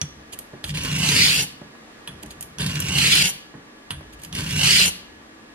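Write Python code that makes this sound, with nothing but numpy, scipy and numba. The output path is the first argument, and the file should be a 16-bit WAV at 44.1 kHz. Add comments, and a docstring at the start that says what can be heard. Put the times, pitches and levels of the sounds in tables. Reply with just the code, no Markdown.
"""Straight razor on a whetstone

Three strokes: a blade lands with a clack, settles with gritty ticks, then is drawn slowly and fast along a
coarse stone, close up in a small workshop. Random grains excite blade and stone resonances; noise and short
bursts shake the bench through low resonances. Handle knocks are filtered bursts, the fan is wavering tones
over air noise, and decaying noise tails supply the near reflections and the room.
"""
import sys
import numpy as np
from scipy import signal
from scipy.fft import rfft, irfft
from scipy.io import wavfile
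from scipy.ndimage import map_coordinates
from numba import njit

SR = 44100
rng = np.random.default_rng(int(sys.argv[2]) if len(sys.argv) > 2 else 0)


def transcribe(signal):
    """Save signal, clipped to [-1, 1], as a 16-bit WAV file at the path in sys.argv[1]."""
    frames = np.atleast_2d(signal).T
    limited = np.clip(frames, -1, 1)
    pcm = np.round(limited * 32767).astype(np.int16)
    wavfile.write(sys.argv[1], SR, pcm)


N = 244314
TIME = np.arange(N) / SR

# Event levels are drive levels: each layer adds its own trim on top.
# strokes: blade starts [t/s], fastest [t/s], starts to leave [t/s], time to bear down [t/s],
# fast pull from peak to 1/e [t/s], slow creep re peak [level/dB], first bite re rasp [level/dB],
# rasp [level/dB], edge hiss [level/dB], blade resonance in the fast pull before tip rise and wander [f/Hz]
STROKES = [(0.738, 1.23, 1.443, 0.01, .2, -16, -20, -18.8, -26.6, 2520),
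           (2.59, 3.125, 3.305, 0.013, .16, -17.5, -16, -17.7, -25.5, 2830),
           (4.33, 4.755, 4.89, 0.029, .142, -18.5, -24, -15.8, -22.7, 2900)]
# how hard the resting, then dragging blade shakes the bench, one list per stroke: [t/s, level/dB]
BENCH_LOADS = [
    [(0.64, -50), (0.68, -32.5), (0.91, -26.5), (0.945, -25.5), (1.11, -24), (1.28, -27), (1.33, -32.5),
     (1.385, -28.5), (1.45, -38)],
    [(2.09, -42), (2.20, -53), (2.56, -47.5), (2.60, -23), (2.655, -24.5), (2.70, -29.5), (2.92, -26.5),
     (3.14, -29), (3.255, -31), (3.29, -66)],
    [(3.92, -39), (4.11, -66), (4.32, -37.5), (4.39, -26.5), (4.50, -30.5), (4.545, -25.5), (4.64, -25.5),
     (4.70, -34.5), (4.865, -29), (4.90, -44)],
]
# the edge chatters on one blade mode: centre [t/s], centre to 1/e [t/s], pitch [f/Hz], [level/dB]
CHATTER = [(1.08, 0.06, 6450, -35), (1.207, 0.038, 2300, -29.5), (1.233, 0.066, 4470, -21),
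           (1.312, 0.02, 3180, -33), (1.391, 0.033, 4600, -29.5), (3.042, 0.04, 2440, -26),
           (3.128, 0.018, 3070, -20), (4.676, 0.031, 2600, -25), (4.817, 0.033, 7300, -31.5)]
# the blade lands on the stone: [t/s], then clack, treble, bench thump, bench rocking,
# blade body and free ring [level/dB each]
TAPS = [(0.0149, -30, -43, -28, -49.5, -28.5, -25), (0.641, -29, -42, -41, -37, -21.5, -61),
        (2.075, -29.5, -40, -32, -48.5, -32.5, -77), (2.585, -33, -39, -66, -54, -34.5, -38.5),
        (3.906, -22.5, -35.5, -36, -43.5, -25, -70), (4.327, -34, -43, -41, -38.5, -32.5, -44)]
# the edge catches large grains: [t/s], edge crack [level/dB], blade ring [level/dB]
TICKS = [(0.389, -26, -28.5), (0.6935, -45, -19), (0.7042, -45, -21.5), (0.773, -48, -17),
         (0.837, -28, -39), (0.989, -24, -53), (1.089, -33, -7), (1.118, -37, -21), (2.261, -40, -36),
         (2.3067, -40, -28), (2.409, -25.5, -31), (2.426, -27.5, -31.5), (2.664, -26, -20),
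         (2.756, -40, -14.5), (2.802, -17.5, -26), (2.885, -47, -13), (2.985, -41, -5.5), (3.153, -15, -6),
         (3.297, -25, -47), (4.235, -32, -30), (4.2483, -33, -27.5), (4.351, -32, -18), (4.508, -37, -13)]
# the handle turns in the fingers: [t/s], bump [level/dB], hollow tock [level/dB]
KNOCKS = [(0.333, -46.5, -65), (0.534, -42, -44), (1.616, -43.5, -33), (1.751, -68, -39.5),
          (2.236, -42.5, -53), (3.54, -41.5, -50), (4.009, -53, -31.5)]
# the edge is nudged flat with a short scuff: start [t/s], end [t/s], [level/dB]
NUDGES = [(0.32, 0.349, -52), (0.636, 0.71, -48.5), (2.224, 2.238, -46), (2.297, 2.34, -49),
          (4.125, 4.156, -53), (4.186, 4.214, -56), (4.212, 4.252, -49.5)]

# relative spectra, rescaled to unit power by colour(): [f/Hz, level/dB]
RASP_SPECTRUM = [(300, -19), (700, -35), (1250, -21.5), (1600, -7), (2000, -2), (3000, 2.5), (3700, -1.5),
                 (4400, -5), (5800, -7.5), (8500, -8), (15000, -28.5)]
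EDGE_SPECTRUM = [(1500, 0.5), (4000, -26), (6000, 5.5), (8000, 1.5), (9400, 2), (10700, 6), (12000, 3.5),
                 (14000, -9), (16000, -37)]
STONE_SPECTRUM = [(100, -30), (250, 5), (430, 1), (600, -8), (780, -10), (950, -2), (1250, -9.5), (1550, 1),
                  (2200, -19.5), (4000, -41)]
BENCH_SPECTRUM = [(20, -51), (45, -16), (70, -9), (120, -5), (190, -4.5), (240, -11), (350, -28),
                  (600, -24), (1500, -83)]
BITE_SPECTRUM = [(500, -8), (2200, -5.5), (3200, 5), (4700, 1.5), (5600, -17), (9400, -6), (10800, -6.5),
                 (15000, -48)]
TAP_SPECTRUM = [(100, -25), (600, -10.5), (1000, -3.5), (1400, 1.5), (2400, -3.5), (3300, -3.5),
                (4500, -10), (6500, -47), (9000, -6), (15000, -56)]
TAP_BODY_SPECTRUM = [(500, -9), (2000, -26), (2550, 2), (3500, -2.5), (4100, -6), (7000, -27), (13000, -44)]
TOCK_SPECTRUM = [(200, -13), (600, -7), (880, -4.5), (1400, -7), (3300, -35), (8000, -42)]
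KNOCK_SPECTRUM = [(40, -26), (130, 6), (400, 0), (700, -11.5), (1000, -11), (2000, -19), (5000, -64)]
ROCK_SPECTRUM = [(25, -41), (55, 23), (75, 18.5), (120, 10.5), (300, -9), (1000, -64)]
AIR_SPECTRUM = [(15, -70), (25, -7.5), (193, -8.5), (209, 1.5), (313, -5.5), (445, -3.5), (582, -8),
                (1200, -11.5), (1950, -13.5), (4040, -21.5), (12500, -36.5), (15500, -64)]
# resonances on those spectra: centre [f/Hz], width [f/Hz], lift [level/dB]
BLADE_MODES = [(2830, 220, 3), (3260, 160, 2), (4160, 200, 2), (4600, 400, 3), (6750, 200, 2),
               (10800, 600, 3)]
STONE_MODES = [(260.5, 18, 9.1), (314, 50, 4.5), (415.6, 27, 6.7), (1085, 28, 9.4)]
CLACK_MODES = [(920, 100, 7.3), (3370, 200, 14.7), (4860, 160, 6.9)]
BENCH_MODES = [(86, 34, 9.4), (146.1, 31.5, 13.9), (183.4, 26, 9.9)]
# the blade's free ring after a landing: [f/Hz], [level/dB], 60 dB decay [t/s]
FREE_RING = [(4540, -2, 0.025), (5750, 8.5, 0.011), (5920, 3, 0.027), (6530, -25, 0.21), (6350, -9, 0.052),
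             (7000, -9, 0.06)]
# fan tones before the core and skirt trims: [f/Hz, level/dB]
FAN_TONES = [(220.7, -62), (269.2, -62), (312.2, -58.5), (1168, -64), (1690, -62), (1873, -67)]
# stereo width, as gain on the side channel: [f/Hz, level/dB]
SIDE_GAIN = [(60, -42), (140, -20.5), (250, -10.5), (500, -2), (1000, -0.5), (2200, 3), (4500, 5.5),
             (8000, 7.5), (12000, 10.5)]

AIR_DB = -50
BOUNCE_S, BOUNCE_DB = 0.008, -19  # the landing blade touches a second time
ROOM_DB, ROOM_T60_S, ROOM_TREBLE_T60_S, ROOM_SPLIT_HZ = -13, 0.52, 0.33, 6100
NUDGE_GRAINS_PER_S, NUDGE_BLADE_DB, NUDGE_UNEVEN_DB = 2000, 3, 6.5
EASE_S, LEAVE_S = 0.068, 0.016  # the hand eases off before the edge has left the stone
PULL_SQUARENESS = 2.6  # above 2, the fast pull sets in more suddenly and holds its speed
SURGE_DB, SURGE_PER_S = 1.0, 22  # the creeping blade catches and slips
BITE_S = 0.11  # the edge first digs in with a bright crunch, then settles
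HISS_SPEED_POWER, HISS_TIP_DB = 0.94, 6  # edge hiss grows with speed and toward the tip
# the blade resonance rises toward the tip and wanders as the edge rocks
RING_SLOW_HZ, RING_TIP_HZ, RING_WANDER_HZ = 2810, 200, 25.8
RING_WIDTH_HZ, RING_BLUR_HZ = 210, 560  # resonator width at rest, and the extra at full speed
FLEX_HZ, FLEX_WANDER_HZ, FLEX_DB = 4250, 280, -12.5  # upper resonance of the thin edge
# base grain rate at a standstill, and the extra at full speed
GRAINS_SLOW_PER_S, GRAINS_FAST_PER_S = 1200, 40000
TOP_HZ = 15900


def undb(db):
    """Decibels to gain."""
    return 10 ** (np.asarray(db) / 20)


def unit(x):
    """Scale to rms 1."""
    return x / np.sqrt(np.mean(x ** 2))


def spectrum_db(hz, points):
    """Join (Hz, dB) points on a log-frequency axis."""
    at, db = np.transpose(points)
    return np.interp(np.log(hz + 1), np.log(at), db)


def colour(x, points, modes=(), size=8192):
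    """Causal filter of unit power gain: a smooth spectrum lifted at resonances."""
    hz = np.fft.rfftfreq(size, 1 / SR)
    lifts = sum(lift / (1 + (2 * (hz - f) / width) ** 2) for f, width, lift in modes)
    db = spectrum_db(hz, points) + lifts
    # folding the cepstrum forward in time gives minimum phase, so onsets stay sharp
    cepstrum = irfft(np.log(undb(db)))
    cepstrum[1:size // 2] *= 2
    cepstrum[size // 2 + 1:] = 0
    response = irfft(np.exp(rfft(cepstrum)))
    return signal.fftconvolve(x, response / np.linalg.norm(response))[:N]


@njit
def resonate(x, hz, width):
    """State-variable band-pass whose centre and width move."""
    y, band, low = np.empty(len(x)), 0., 0.
    for i in range(len(x)):
        g, k = np.tan(np.pi * hz[i] / SR), width[i] / hz[i]
        v = (band + g * (x[i] - low)) / (1 + g * (g + k))
        band, low, y[i] = 2 * v - band, low + 2 * g * v, k * v
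    return y


def resonate_twice(x, hz, width):
    """Two equal resonators in a row, for steeper skirts, scaled to rms 1."""
    return unit(resonate(resonate(x, hz, width), hz, width))


def walk(rate):
    """Smooth chance that changes about rate times a second; spread near 1."""
    steps = rng.standard_normal(4096)
    return map_coordinates(steps, [TIME * rate], order=2, mode="wrap")


def narrow(hz, width):
    """A wavering tone of rms 1: noise through a narrow resonator."""
    return unit(resonate(rng.standard_normal(N), np.full(N, float(hz)), np.full(N, float(width))))


def grit(rate, spread_db):
    """Grains break at rate a second, at most one a sample, most small and a few large."""
    size = undb(spread_db * np.minimum(rng.exponential(size=N), 5))
    hit = rng.random(N) < rate / SR
    sign = rng.choice([-1, 1], N)
    return unit(hit * size * sign / np.sqrt(rate))


def bursts(times, db, fade_s):
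    """A short crush of random-sign pulses at each time, dying away."""
    envelope = np.zeros(N)
    for s, gain in zip(times, undb(db)):
        start = max(int(s * SR), 0)
        envelope[start:] += gain * np.exp(-TIME[:N - start] / fade_s)
    return envelope * rng.choice([-1, 1], N)


def ramp(seconds, length_s):
    """Rise from 0 to 1 over length_s once seconds turns positive."""
    return np.clip(seconds / length_s, 0, 1)


def echoes(x, delay_s, t60_s):
    """Diffuse reflections of unit energy: a decaying noise tail each for mid and side."""
    t = TIME[:SR]
    tail = rng.standard_normal((2, SR)) * np.exp(-np.log(1000) * t / t60_s) * (t > delay_s)
    tail /= np.linalg.norm(tail, axis=1, keepdims=True)
    return signal.fftconvolve(x[None], tail, axes=1)[:, :N]


def workshop():
    """Gently drifting air noise and the wavering tones of a fan, as mid and side."""
    def one_channel():
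        air = undb(AIR_DB) * colour(rng.standard_normal(N), AIR_SPECTRUM) * undb(0.5 * walk(2.04))
        # each tone has a core of even level and wandering phase in a narrow skirt of turbulence
        cores = sum(undb(db) * np.sin(2 * np.pi * hz * TIME + 2.1 * walk(9.2)) for hz, db in FAN_TONES)
        skirts = sum(undb(db) * narrow(hz, width=16.0) for hz, db in FAN_TONES)
        return air + undb(1.5) * cores + undb(-3.5) * skirts
    return np.array([one_channel(), one_channel()])


def taps():
    """Steel lands on stone with a clack, bounces once, skids a little, and the blade rings freely."""
    s, peak_db, treble_db, _, _, body_db, ring_db = np.transpose(TAPS)
    strike = bursts(s, peak_db, fade_s=0.0028)
    bounce = bursts(s + BOUNCE_S, peak_db + BOUNCE_DB, fade_s=0.0016)
    skid = undb(-8.5) * bursts(s, peak_db, fade_s=0.021)
    clack = colour(strike + bounce + skid, TAP_SPECTRUM, CLACK_MODES)
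    treble = colour(bursts(s, treble_db, fade_s=0.012), EDGE_SPECTRUM, [(10100, 1300, 14.0)])
    body = colour(bursts(s, body_db, fade_s=0.0043), TAP_BODY_SPECTRUM)
    blows = np.zeros(N)
    blows[(s * SR).astype(int)] = undb(ring_db)
    ring = sum(undb(db - 60 * TIME / t60) * np.sin(2 * np.pi * hz * TIME) for hz, db, t60 in FREE_RING)
    return clack + treble + body + signal.fftconvolve(blows, ring)[:N]


def bench(rumble):
    """The drag and each landing shake the stone, its clamp and the bench, which rocks on for a moment."""
    s, _, _, thump_db, rock_db, *_ = np.transpose(TAPS)
    drag = undb(-1.5) * rumble * rng.standard_normal(N)
    thump = undb(1.0) * bursts(s, thump_db, fade_s=0.021)
    rocking = colour(bursts(s, rock_db, fade_s=0.29), ROCK_SPECTRUM)
    return colour(drag + thump, BENCH_SPECTRUM, BENCH_MODES) + rocking


def near_echoes(x, place, count=13):
    """Stone, hands and clamp reflect differently at each place, so the colour shifts along a stroke."""
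    # such small surfaces only throw back short waves
    x = signal.sosfilt(signal.butter(1, 600, "high", fs=SR, output="sos"), x)
    out = 0
    for k in range(count):
        # crossfade between neighbouring reflection patterns at equal power
        share = np.clip(1 - np.abs(np.sqrt(place) * (count - 1) - k), 0, 1)
        out = out + echoes(x * np.sqrt(share), delay_s=0.00019, t60_s=0.029)
    return out


def walls(x):
    """The small room rings briefly, its treble dying first."""
    low = signal.sosfiltfilt(signal.butter(2, ROOM_SPLIT_HZ, fs=SR, output="sos"), x)
    low_tail = echoes(low, delay_s=0.0046, t60_s=ROOM_T60_S)
    treble_tail = echoes(x - low, delay_s=0.0089, t60_s=ROOM_TREBLE_T60_S)
    return undb(ROOM_DB) * (low_tail + treble_tail)


def nudges():
    """Fine grains scuff unevenly while the edge is laid flat."""
    gain = sum(undb(db) * ramp(TIME - start, 0.0071) * ramp(end - TIME, 0.021) for start, end, db in NUDGES)
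    uneven = undb(NUDGE_UNEVEN_DB * walk(50))
    crumbs = gain * uneven * grit(NUDGE_GRAINS_PER_S, spread_db=4.5)
    blade = undb(NUDGE_BLADE_DB) * colour(crumbs, RASP_SPECTRUM, BLADE_MODES)
    return colour(crumbs, EDGE_SPECTRUM) + blade


def knocks():
    """The handle bumps dully against the fingers, at times with a short hollow tock."""
    s, bump_db, tock_db = np.transpose(KNOCKS)
    bump = bursts(s, bump_db, fade_s=0.061) + undb(6.0) * bursts(s, bump_db, fade_s=0.011)
    tock = bursts(s, tock_db, fade_s=0.0014)
    return colour(bump, KNOCK_SPECTRUM) + colour(tock, TOCK_SPECTRUM)


def ticks():
    """Single grains crack under the edge, which then slips over the crumbs."""
    s, edge_db, blade_db = np.transpose(TICKS)
    crumbs = grit(5000, spread_db=3)
    blade_hit = undb(-7.0) * bursts(s, blade_db, fade_s=0.0015)
    blade_slip = undb(-19.0) * crumbs * bursts(s, blade_db, fade_s=0.013)
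    crack = undb(-4) * bursts(s, edge_db, fade_s=0.002)
    slip = undb(-22.5) * crumbs * bursts(s, edge_db, fade_s=0.022)
    blade = colour(blade_hit + blade_slip, RASP_SPECTRUM, BLADE_MODES)
    return blade + colour(crack + slip, EDGE_SPECTRUM, [(11500, 10000, 8.2)])


def hand():
    """Each stroke bites, creeps, swells into a fast pull and lifts; speed, pressure and place set the drive."""
    rasp, bite, edge, rumble, place = np.zeros((5, N))
    ring_hz = np.full(N, float(RING_SLOW_HZ))
    surge_db = SURGE_DB * walk(SURGE_PER_S)
    for stroke, load in zip(STROKES, BENCH_LOADS):
        start, fastest, lift, bear_s, pull_s, creep_db, bite_db, rasp_db, edge_db, fast_hz = stroke
        pull = np.exp(-np.abs((TIME - fastest) / pull_s) ** PULL_SQUARENESS)
        speed = pull + (1 - pull) * undb(creep_db + surge_db)
        left_s = lift + LEAVE_S - TIME
        contact = ramp(TIME - start, bear_s) * ramp(left_s, LEAVE_S)
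        pressure = ramp(left_s, EASE_S)
        # place on the stone: 0 at the far end, 1 where the blade lifts; the contact reaches the tip last
        along = np.cumsum(speed * contact) / np.sum(speed * contact)
        tip = along ** 4
        rasp += contact * pressure * speed * undb(rasp_db)
        bite += contact * np.exp(-((TIME - start) / BITE_S) ** 2) * undb(rasp_db + bite_db)
        edge += contact * speed ** HISS_SPEED_POWER * undb(edge_db + HISS_TIP_DB * tip)
        rumble += undb(np.interp(TIME, *np.transpose(load), left=-np.inf, right=-np.inf))
        place = np.where(contact > 0, along, place)
        stroke_hz = RING_SLOW_HZ + (fast_hz - RING_SLOW_HZ) * pull + RING_TIP_HZ * tip
        ring_hz = np.where(TIME > start, stroke_hz, ring_hz)
    return rasp, bite, edge, rumble, place, ring_hz + RING_WANDER_HZ * walk(25)


def scrape(rasp, bite, edge, rumble, ring_hz):
    """The edge ploughs through grit: uneven clumps of grains when slow, a fine dense rasp when fast."""
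    speed = rasp / rasp.max()  # the rasp level stands in for speed
    grain_rate = GRAINS_SLOW_PER_S + GRAINS_FAST_PER_S * speed ** 1.8
    clumps = undb((1 - 0.4 * speed) * (1.4 * walk(55) + 1.8 * walk(300)))
    grains = grit(grain_rate, spread_db=3.1) * clumps
    # the main blade resonance and its octave are narrow while creeping;
    # they blur and shift as the contact slides along the edge
    width = RING_WIDTH_HZ + RING_BLUR_HZ * speed
    push = grit(grain_rate, spread_db=1.5) / np.sqrt(width)
    ring = undb(-3.5 - 9 * speed ** 0.7) * resonate_twice(push, ring_hz, width)
    octave = undb(-13 - 16 * speed) * resonate_twice(push, 2 * ring_hz, width)
    # at speed a higher flexing of the edge joins in, sliding about as the blade rocks
    flex_hz = FLEX_HZ + FLEX_WANDER_HZ * walk(14)
    flex = undb(FLEX_DB) * speed * resonate_twice(grains, flex_hz, 2 * width)
    blade = undb(-3.5) * colour(grains, RASP_SPECTRUM, BLADE_MODES) + ring + octave + flex
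    hiss = undb(-8.0) * colour(grit(3 * grain_rate, spread_db=3.0) * clumps, EDGE_SPECTRUM)
    crunch = colour(grit(3 * GRAINS_SLOW_PER_S, spread_db=2.5) * clumps, BITE_SPECTRUM)
    # the stone's own body answers more to pressure than to speed
    stone_grains = grit(grain_rate, spread_db=2.0) * clumps
    stone = undb(-9.5) * colour(stone_grains, STONE_SPECTRUM, STONE_MODES)
    stone_drive = rasp ** 0.25 * rumble ** 0.75
    return rasp * blade + bite * crunch + edge * hiss + stone_drive * stone


def chatter():
    """Brief half-pitched zings inside the rasp, where the edge chatters."""
    zings = np.zeros(N)
    for s, half_s, hz, db in CHATTER:
        zings += undb(db) * np.exp(-((TIME - s) / half_s) ** 2) * narrow(hz, width=600)
    return zings


def scene():
    """Blade, stone and bench with near reflections, the room and its fan, in wide stereo."""
    rasp, bite, edge, rumble, place, ring_hz = hand()
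    landings = taps()
    rubbing = scrape(rasp, bite, edge, rumble, ring_hz) + chatter() + ticks() + nudges() + knocks()
    razor = landings + rubbing
    # from the right, sound reaches the right port earlier and louder; the blade ends just left of the axis
    offset = (1 - 1.1 * place) * (0.54 * signal.hilbert(razor).imag - 0.27 * razor)
    direct = undb(-0.5) * np.array([razor, offset])
    near = undb(-5.5) * near_echoes((rubbing + undb(-8.5) * landings) * undb(2 * place), place)
    shake = bench(rumble)
    mid, side = direct + near + walls(razor + shake) + workshop()
    side_gain = undb(spectrum_db(np.fft.rfftfreq(N, 1 / SR), SIDE_GAIN))
    side = irfft(rfft(side) * side_gain, N)
    # the direct bench shake stays in the middle
    return mid + shake + np.array([side, -side])


def record(dry):
    """A steep elliptic low-pass cuts the top of the treble."""
    return signal.sosfilt(signal.ellip(8, 0.2, 70, TOP_HZ, fs=SR, output="sos"), dry)


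dry = scene()
out = record(dry)
transcribe(out)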